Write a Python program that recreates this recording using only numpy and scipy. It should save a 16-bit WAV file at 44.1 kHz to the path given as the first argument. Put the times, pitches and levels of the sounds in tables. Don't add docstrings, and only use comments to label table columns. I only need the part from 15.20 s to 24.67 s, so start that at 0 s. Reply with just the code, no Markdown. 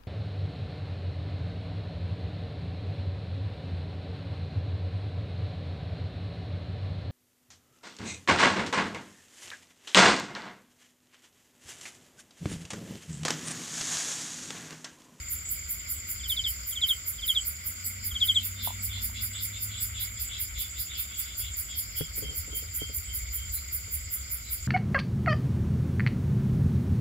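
import sys
import numpy as np
from scipy import signal
from scipy.fft import rfft, irfft
from scipy.io import wavfile
from scipy.ndimage import uniform_filter1d

SR = 44100
rng = np.random.default_rng(int(sys.argv[2]) if len(sys.argv) > 2 else 0)


def pcm_store(signal):
    levels = np.round(np.clip(np.atleast_2d(signal), -1, 1) * 32767)
    wavfile.write(sys.argv[1], SR, levels.astype(np.int16).T)


N = 417627
TIME = np.arange(N) / SR
FREQS = np.maximum(np.fft.rfftfreq(N, 1 / SR), 1)

# (frequency [Hz], level [dB])
WING_SPECTRUM = [(4940, -40), (8400, -17.5), (9970, 0), (10600, 2.5), (11700, -1), (14000, 5), (14900, 6),
                 (15500, -7)]
# (frequency [Hz], left minus right [dB])
KATYDID_PAN = [(9000, -3.5), (11000, -1), (12500, -3.5), (14000, -3.5), (15500, -5)]
# (time [s], notes [count], level [dB], notch depth [0-1], notch place [0-1], pan left [dB])
CHIRP_RUNS = [(.993, 5, -19, 0.77, 0.48, -1), (1.513, 4, -16.5, 0.17, .35, -1),
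              (1.977, 4, -17, .28, .19, -2), (2.902, 5, -15, 0.55, .14, 0.71)]
# (delay [s], length [s], level [dB])
CHIRP_NOTES = [(0, .032, -19.5), (0.04, 0.043, -10.5), (.101, 0.048, -0.5), (.172, .049, -0.5),
               (0.245, 0.049, 0)]
# (place in note [0-1], pitch [Hz], level [dB])
CHIRP_CONTOUR = [(0, 3950, -10), (.1, 3720, -12.5), (.22, 3510, -5.5), (.42, 3337, -2.5), (.57, 3220, 1),
                 (.76, 3100, -7.5), (1, 2990, -15)]
# (time [s], length [s], level [dB])
ANSWER_CALLS = [(3.178, 0.063, -42), (3.356, .15, -41.5), (3.69, 0.1, -38), (3.944, .052, -38),
                (4.129, 0.074, -38), (4.319, .068, -43.5), (4.484, .12, -42.5), (4.738, 0.091, -39),
                (4.962, .042, -47), (5.082, .1, -39), (5.345, 0.089, -39.5), (5.545, 0.054, -43.5),
                (5.675, .14, -41), (5.868, 0.17, -47), (6.036, .11, -46.5), (6.196, 0.095, -41.5),
                (6.478, .097, -42.5), (6.75, 0.083, -40), (7.024, 0.07, -38), (7.302, 0.073, -40),
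                (7.578, 0.069, -38), (7.861, 0.057, -43.5), (8.154, 0.087, -46), (8.332, .056, -49),
                (9.237, 0.069, -50.5)]
# (time [s], pitch [Hz], hoarse spread [Hz])
ANSWER_PITCH = [(3.2, 3550, 479), (5.7, 3424, 459.7), (6.75, 3287, 210), (7.02, 3203, 60), (8.25, 3170, 80),
                (8.33, 3990, 252)]
# (first stroke [s], last stroke [s], period [s], first level [dB], last level [dB])
CRICKET_BOUTS = [(0.088, 1.112, .102, -37, -40.5), (1.638, 1.94, .102, -40, -45.5),
                 (2.106, 2.213, .112, -41, -41), (3.972, 5.079, .1, -45, -39),
                 (5.181, 5.688, .102, -46, -48), (6.223, 6.342, .119, -40, -36),
                 (6.517, 6.635, .118, -43, -44), (6.99, 7.53, .108, -45, -47),
                 (8.034, 8.485, .113, -40.5, -45), (8.74, 8.963, .112, -46, -43)]
# (time [s], level [dB])
CRICKET_PAIRS = [(.264, -36.5), (.741, -42.5), (1.267, -44), (1.738, -45), (2.187, -36.5), (2.649, -38),
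                 (3.132, -40.5), (3.611, -41), (4.138, -39.5), (4.588, -37), (5.055, -42), (5.502, -48),
                 (5.976, -41.5), (6.429, -46), (6.94, -50), (7.855, -43), (8.32, -46), (8.815, -45),
                 (9.256, -50)]
# (time [s], force [dB], rub decay [s])
FINGER_TOUCHES = [(6.809, -23.5, 0.003), (6.975, -36.5, .025), (7.02, -33, .025), (7.045, -41, .01),
                  (7.084, -37, 0.06), (7.275, -41, 0.027), (7.325, -37.5, 0.027), (7.425, -41, .018),
                  (7.617, -32.5, 0.0039), (7.696, -41, .007), (8.678, -49, 0.014)]
# (frequency [Hz], level [dB], t60 [s])
CASE_MODES = [(155, 3.5, 0.11), (292, 6.5, 0.023), (424, 0.5, 0.055), (490, -6, 0.043), (845, -26, 0.014),
              (1342, -11, 0.014)]
# (time [s], level [dB])
CLICK_HITS = [(3.473, -25.5), (3.483, -40), (3.504, -33), (3.774, -50), (3.896, -47)]
# (frequency [Hz], level [dB], t60 [s])
HOLLOW_MODES = [(720, -7, 0.013), (920, 9, 0.0096), (979, -2, 0.027)]
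# (centre [Hz], width [Hz], level [dB])
CHORUS_BANDS = [(1410, 362, -56.5), (2161, 335, -51), (2900, 900, -59), (3330, 850, -58.5),
                (4817, 685, -51.5), (5750, 250, -74), (7186, 780, -46), (10650, 1400, -58.5),
                (13500, 3100, -55.5)]
# (time [s], level [dB])
LOW_SWELL = [(0.0, -53), (0.26, -53.5), (5.35, -52.5), (5.41, -54), (9.47, -55)]
# (time [s], level [dB])
MID_SWELL = [(0.0, -55.5), (0.87, -55), (1.29, -48.5), (1.4, -54), (6.44, -54), (6.72, -50.5),
             (7.41, -54.5), (9.47, -54)]
# (first peak [s], period [s], swing [dB])
MID_THROBS = [(0.12, .1957, 2.5), (.009, .2008, 2)]
# (time [s], firing rate [Hz], level [dB])
ENGINE_PASS = [(2.3, 87.7, -55), (2.7, 91.06, -45), (3.1, 93.8, -42.5), (3.6, 94.86, -42),
               (4.1, 98.4, -43.5), (4.5, 101.9, -45), (4.9, 102.4, -48.5), (5.4, 101, -60)]
# (time [s], level [dB])
ROAD_SWELL = [(0.0, -45.5), (0.9, -47.5), (1.1, -41.5), (1.8, -51.5), (2.0, -46), (2.7, -52.5),
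              (3.0, -42.0), (3.2, -47.5), (4.0, -41.5), (4.3, -50.5), (4.5, -44.5), (6.1, -47.5),
              (6.3, -37.5), (6.7, -50), (6.9, -43.0), (9.47, -43)]
# (frequency [Hz], level [dB])
ROAD_SPECTRUM = [(22, -44), (31, -16), (40, -7), (52, 2), (63, 6), (80, -0.5), (100, -5), (130, -19.5),
                 (170, -33), (250, -57)]
# (frequency [Hz], level [dB])
AIR_SPECTRUM = [(25, -26), (90, 8), (150, -1), (220, -3), (330, -9), (450, -12.5), (620, -11), (900, -18.5),
                (1800, -16.5), (4000, -33), (6000, -34), (8500, -43), (15000, -22)]
# (frequency [Hz], left-right correlation [-1 to 1])
EAR_CORRELATION = [(60, 0.99), (110, .92), (180, 0.81), (300, 0.73), (420, 0.41), (800, 0.065),
                   (1300, -0.55), (1700, -0.18), (2150, 0.33), (3000, -0.13), (15000, -0.16)]


def katydid(first_s=.13, period_s=.19584, jitter_s=.00086, level_db=-29, rise_s=.015, fall_s=.011,
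            lead_s=.0088, low_lag_s=.0098, teeth_hz=1300, split_hz=12000, hiss_t60_s=.31, hiss_db=-5):
    envelope = np.zeros(N)
    t = TIME[:SR // 5] - .1
    stroke = np.exp(-.5 * (t / np.where(t < 0, rise_s, fall_s)) ** 2)
    beats = np.arange(first_s, TIME[-1], period_s)
    for s, (late, strength) in zip(beats, rng.standard_normal((len(beats), 2))):
        add(envelope, s + jitter_s * late - lead_s + t[0], from_db(level_db + .5 * strength) * stroke)
    tooth_count = np.floor(np.cumsum(teeth_hz * from_db(2.5 * drift(400))) / SR)
    envelope *= from_db(.88 * drift(120))
    clicks = signal.lfilter([1], [1, -np.exp(-1 / (.0003 * SR))], np.diff(tooth_count, prepend=0))
    scattered = clicks * rng.standard_normal((2, N))
    wing_gain = from_db(at_hz(WING_SPECTRUM))
    wing = rfft(scattered) * wing_gain
    high_share = 1 / (1 + (split_hz / FREQS) ** 12)
    high, low = irfft(wing * high_share, N), irfft(wing * (1 - high_share), N)
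    rasp = (high * envelope + low * np.interp(TIME - low_lag_s, TIME, envelope)) / np.std(high + low)
    power_decay = from_db(-120 / (hiss_t60_s * SR))
    tail = np.sqrt(signal.lfilter([1 - power_decay], [1, -power_decay], envelope ** 2 + 1e-18))
    heard = foliage(rasp, t60_s=.11, wet_db=-2) + from_db(hiss_db) * tail * diffuse(wing_gain)
    return irfft(rfft(heard) * panned(at_hz(KATYDID_PAN)), N)


def near_chirps(notch_width=.13, second_db=-36, third_db=-29, ear_lag_s=.00004, lift_hz=90):
    out = np.zeros((2, N))
    place, pitch_hz, shape_db = np.transpose(CHIRP_CONTOUR)
    end_hz = pitch_hz[-1]
    waver, shiver = 1 + .006 * drift(150), from_db(.6 * drift(150))
    loudest_db = max(run[2] for run in CHIRP_RUNS)
    for run_s, count, run_db, notch_depth, notch_place, pan_db in CHIRP_RUNS:
        for delay_s, length_s, note_db in CHIRP_NOTES[:count]:
            s, level_db = run_s + delay_s, run_db + note_db
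            u = np.linspace(0, 1, int(length_s * SR))
            now = slice(int(s * SR), int(s * SR) + len(u))
            softer_db = loudest_db - level_db
            slide = 1 - .01 * softer_db
            hz = end_hz + slide * (np.interp(u, place, pitch_hz) - end_hz) + lift_hz * (1 - slide)
            hz *= waver[now]
            phase = 2 * np.pi * (np.cumsum(hz) / SR + hz * np.array([[0], [-ear_lag_s]]))
            envelope = from_db(level_db + np.interp(u, place, shape_db)) * signal.windows.tukey(len(u), .1)
            notch = 1 - notch_depth * np.exp(-((u - notch_place) / notch_width) ** 2)
            octave = from_db(second_db + softer_db) * np.sin(2 * phase)
            voice = np.sin(phase) + octave + from_db(third_db) * np.sin(3 * phase)
            add(out, s, envelope * shiver[now] * notch * voice * panned(pan_db))
    return foliage(out, t60_s=.13, wet_db=-11)


def far_calls(whistle_db=.86, hoarse_db=.36, hoarse_sag=.35):
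    out = np.zeros(N)
    shake, wander = drift(130) - hoarse_sag, .2 * drift(25)
    hz, spread_hz = in_time(ANSWER_PITCH)
    for s, length_s, level_db in ANSWER_CALLS:
        u = np.linspace(0, 1, int(length_s * SR))
        now = slice(int(s * SR), int(s * SR) + len(u))
        envelope = np.sin(np.pi * u ** 1.15) ** .46
        for swing, part_db in ((shake, hoarse_db), (wander, whistle_db)):
            voice = sine(hz[now] + spread_hz[now] * swing[now])
            add(out, s, from_db(level_db + part_db) * envelope * voice)
    return foliage(out, t60_s=.26, wet_db=6)


def ground_crickets(hz=7230, fall_hz=950, length_s=.016, near_db=5, free_db=-41, free_per_s=12, count=5):
    near, others = np.zeros(N), np.zeros(N)
    strokes = []
    for first_s, last_s, period_s, first_db, last_db in CRICKET_BOUTS:
        steps = round((last_s - first_s) / period_s)
        strokes.extend(np.linspace((first_s, first_db), (last_s, last_db), steps + 1))
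    for (s, level_db), (late, detune) in zip(strokes, rng.standard_normal((len(strokes), 2))):
        near_stroke = wing_stroke(hz + 50 * detune, fall_hz, length_s)
        neighbour = wing_stroke(hz - 90 * detune, fall_hz, length_s)
        add(near, s - length_s / 2, from_db(level_db + near_db) * near_stroke)
        add(others, s - .032 + .0044 * late, from_db(level_db) * neighbour)
    for k in range(count):
        speed, detune = rng.standard_normal(2)
        stroke = wing_stroke(hz - 40 + 70 * detune, fall_hz, length_s)
        for n, (late, strength) in enumerate(rng.standard_normal((110, 2))):
            s = (n + k / count) / (free_per_s * (1 + .023 * speed)) + .003 * late
            add(others, s, from_db(free_db + .56 * strength) * stroke)
    return foliage(near, t60_s=.1, wet_db=-4) + foliage(others, t60_s=.14, wet_db=0)


def two_note_cricket(hz=7710, fall_hz=130, spacing_s=.03, length_s=.026, first_db=3, second_db=6):
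    out = np.zeros(N)
    stroke = wing_stroke(hz, fall_hz, length_s)
    for s, level_db in CRICKET_PAIRS:
        for delay_s, note_db in ((0, first_db), (spacing_s, second_db)):
            add(out, s + delay_s - length_s / 2, from_db(level_db + note_db) * stroke)
    return foliage(out, t60_s=.2, wet_db=-3)


def wing_stroke(hz, fall_hz, length_s):
    u = np.linspace(0, 1, int(length_s * SR))
    return np.sin(np.pi * u) * sine(hz + fall_hz * (.5 - u))


def hand_knocks(gain_db=-4, rub_low_hz=130, crack_db=-12, crack_hz=3200):
    bumps, slips, t = np.zeros(N), np.zeros((2, N)), TIME[:SR // 10]
    for s, force_db, rub_s in FINGER_TOUCHES:
        force = from_db(force_db + gain_db)
        add(bumps, s, np.array([force * np.exp(-rub_s / .006)]))
        rub = rng.standard_normal((2, len(t))) * np.exp(-t / rub_s) / np.sqrt(rub_s * SR / 2)
        add(slips, s, force * rub)
    push = bumps + signal.sosfilt(signal.butter(2, rub_low_hz, "high", fs=SR, output="sos"), slips)
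    crack = signal.sosfilt(signal.butter(1, crack_hz, fs=SR, output="sos"), bumps) * SR / crack_hz
    return np.array([ring(port, CASE_MODES) for port in push]) + from_db(crack_db) * crack


def dry_clicks(gain_db=-3, band_hz=(650, 1150), ear_lag_s=.0003):
    push = np.zeros(N)
    for s, level_db in CLICK_HITS:
        add(push, s, from_db([level_db + gain_db]))
    bandpass = signal.butter(2, band_hz, "band", fs=SR, output="sos")
    right = signal.sosfilt(bandpass, ring(push, HOLLOW_MODES))
    left = np.interp(TIME - ear_lag_s, TIME, right)
    return foliage(np.array([left, right]), t60_s=.084, wet_db=-9)


def far_trill(hz=5150, strokes_per_s=31, gain_db=-1, waver_hz=100, bout_db=4, extra_swell=.7):
    swell_db, = in_time(MID_SWELL)
    level_db = mid_chorus_db() + extra_swell * (swell_db - swell_db.mean()) + gain_db
    strokes = np.sin(np.pi * np.cumsum(strokes_per_s * (1 + .064 * drift(8.8))) / SR) ** 2
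    tone = sine(hz + waver_hz * drift(60.5))
    level_db += bout_db * np.tanh(drift(5))
    return foliage(from_db(level_db) * strokes * tone, t60_s=.16, wet_db=4)


def far_chorus(flutter_db=2):
    low_db, = in_time(LOW_SWELL)
    mid_db = mid_chorus_db()
    low_db -= low_db.mean()
    mid_db -= mid_db.mean()
    out = np.zeros((2, N))
    for hz, width_hz, level_db in CHORUS_BANDS:
        swell_db = low_db if hz < 3000 else mid_db if 4200 < hz < 6000 else 0
        out += from_db(level_db + swell_db + flutter_db * drift(27)) * diffuse(band(hz, width_hz))
    return out


def mid_chorus_db():
    swell_db, = in_time(MID_SWELL)
    return swell_db + sum(swing_db * np.cos(2 * np.pi * (TIME - first_s) / period_s)
                          for first_s, period_s, swing_db in MID_THROBS)


def traffic(road_gain_db=.4, lumpy_db=2.3, exhaust_db=-15):
    road_db, = in_time(ROAD_SWELL)
    firing_hz, engine_db = in_time(ENGINE_PASS)
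    rumble = diffuse(from_db(at_hz(ROAD_SPECTRUM)))
    rumble /= np.sqrt(uniform_filter1d(np.mean(rumble ** 2, axis=0), SR // 6))
    hum = np.sqrt(2) * sine(firing_hz * (1 + .0082 * drift(8)))
    engine_gain = from_db(engine_db + .51 * drift(2))
    exhaust = from_db(exhaust_db) * diffuse(band(hz=215.5, width_hz=46))
    road = from_db(road_db + road_gain_db + lumpy_db * drift(4.4)) * rumble
    return road + engine_gain * (hum + exhaust)


def night_air(level_db=-55):
    return from_db(level_db) * diffuse(from_db(at_hz(AIR_SPECTRUM)))


def foliage(x, t60_s, wet_db):
    t = TIME[:SR // 2]
    tail = rng.standard_normal((2, len(t))) * from_db(-60 * t / t60_s) * (1 - np.exp(-t / .0036))
    tail /= np.sqrt(np.sum(tail ** 2, axis=1, keepdims=True))
    x, wet = x * np.ones((2, 1)), from_db(wet_db)
    return (x + wet * signal.fftconvolve(x, tail, axes=1)[:, :N]) / np.sqrt(1 + wet ** 2)


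def diffuse(gain):
    mid, side = rfft(rng.standard_normal((2, N)))
    alike = np.clip(at_hz(EAR_CORRELATION), -1, 1)
    ears = np.sqrt(1 + alike) * mid + np.sqrt(1 - alike) * side * [[1], [-1]]
    return rms_one(irfft(gain * ears, N))


def ring(push, modes):
    out = np.zeros(N)
    for hz, level_db, t60_s in modes:
        r, w = from_db(-60 / (t60_s * SR)), 2 * np.pi * hz / SR
        mode = signal.lfilter([0, np.sin(w)], [1, -2 * r * np.cos(w), r * r], push + 1e-18)
        out += from_db(level_db) * mode
    return out


def band(hz, width_hz):
    off = 2 * (FREQS - hz) / width_hz
    return 1 / (1 + off ** 2 / 2 + off ** 4 / 10)


def drift(rate_hz):
    return rms_one(irfft(rfft(rng.standard_normal(N)) / (1 + (FREQS / rate_hz) ** 2), N))


def sine(hz):
    return np.sin(2 * np.pi * np.cumsum(hz) / SR)


def from_db(db):
    return 10 ** (np.asarray(db) / 20)


def rms_one(x):
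    return x / np.sqrt(np.mean(x ** 2) + 1e-20)


def in_time(rows):
    s, *columns = np.transpose(rows)
    return [np.interp(TIME, s, column) for column in columns]


def at_hz(rows):
    hz, value = np.transpose(rows)
    return np.interp(np.log(FREQS), np.log(hz), value)


def panned(pan_db):
    return from_db(np.array([[.5], [-.5]]) * pan_db)


def add(out, s, sound):
    i = int(np.clip(round(s * SR), 0, N))
    out[..., i:i + sound.shape[-1]] += sound[..., :N - i]


def scene():
    insects = katydid() + ground_crickets() + two_note_cricket() + far_trill() + far_chorus()
    return insects + near_chirps() + far_calls() + traffic() + night_air() + hand_knocks() + dry_clicks()


def record(dry):
    return signal.sosfilt(signal.ellip(12, .1, 80, 15700, fs=SR, output="sos"), dry)


dry = scene()
out = record(dry)
pcm_store(out)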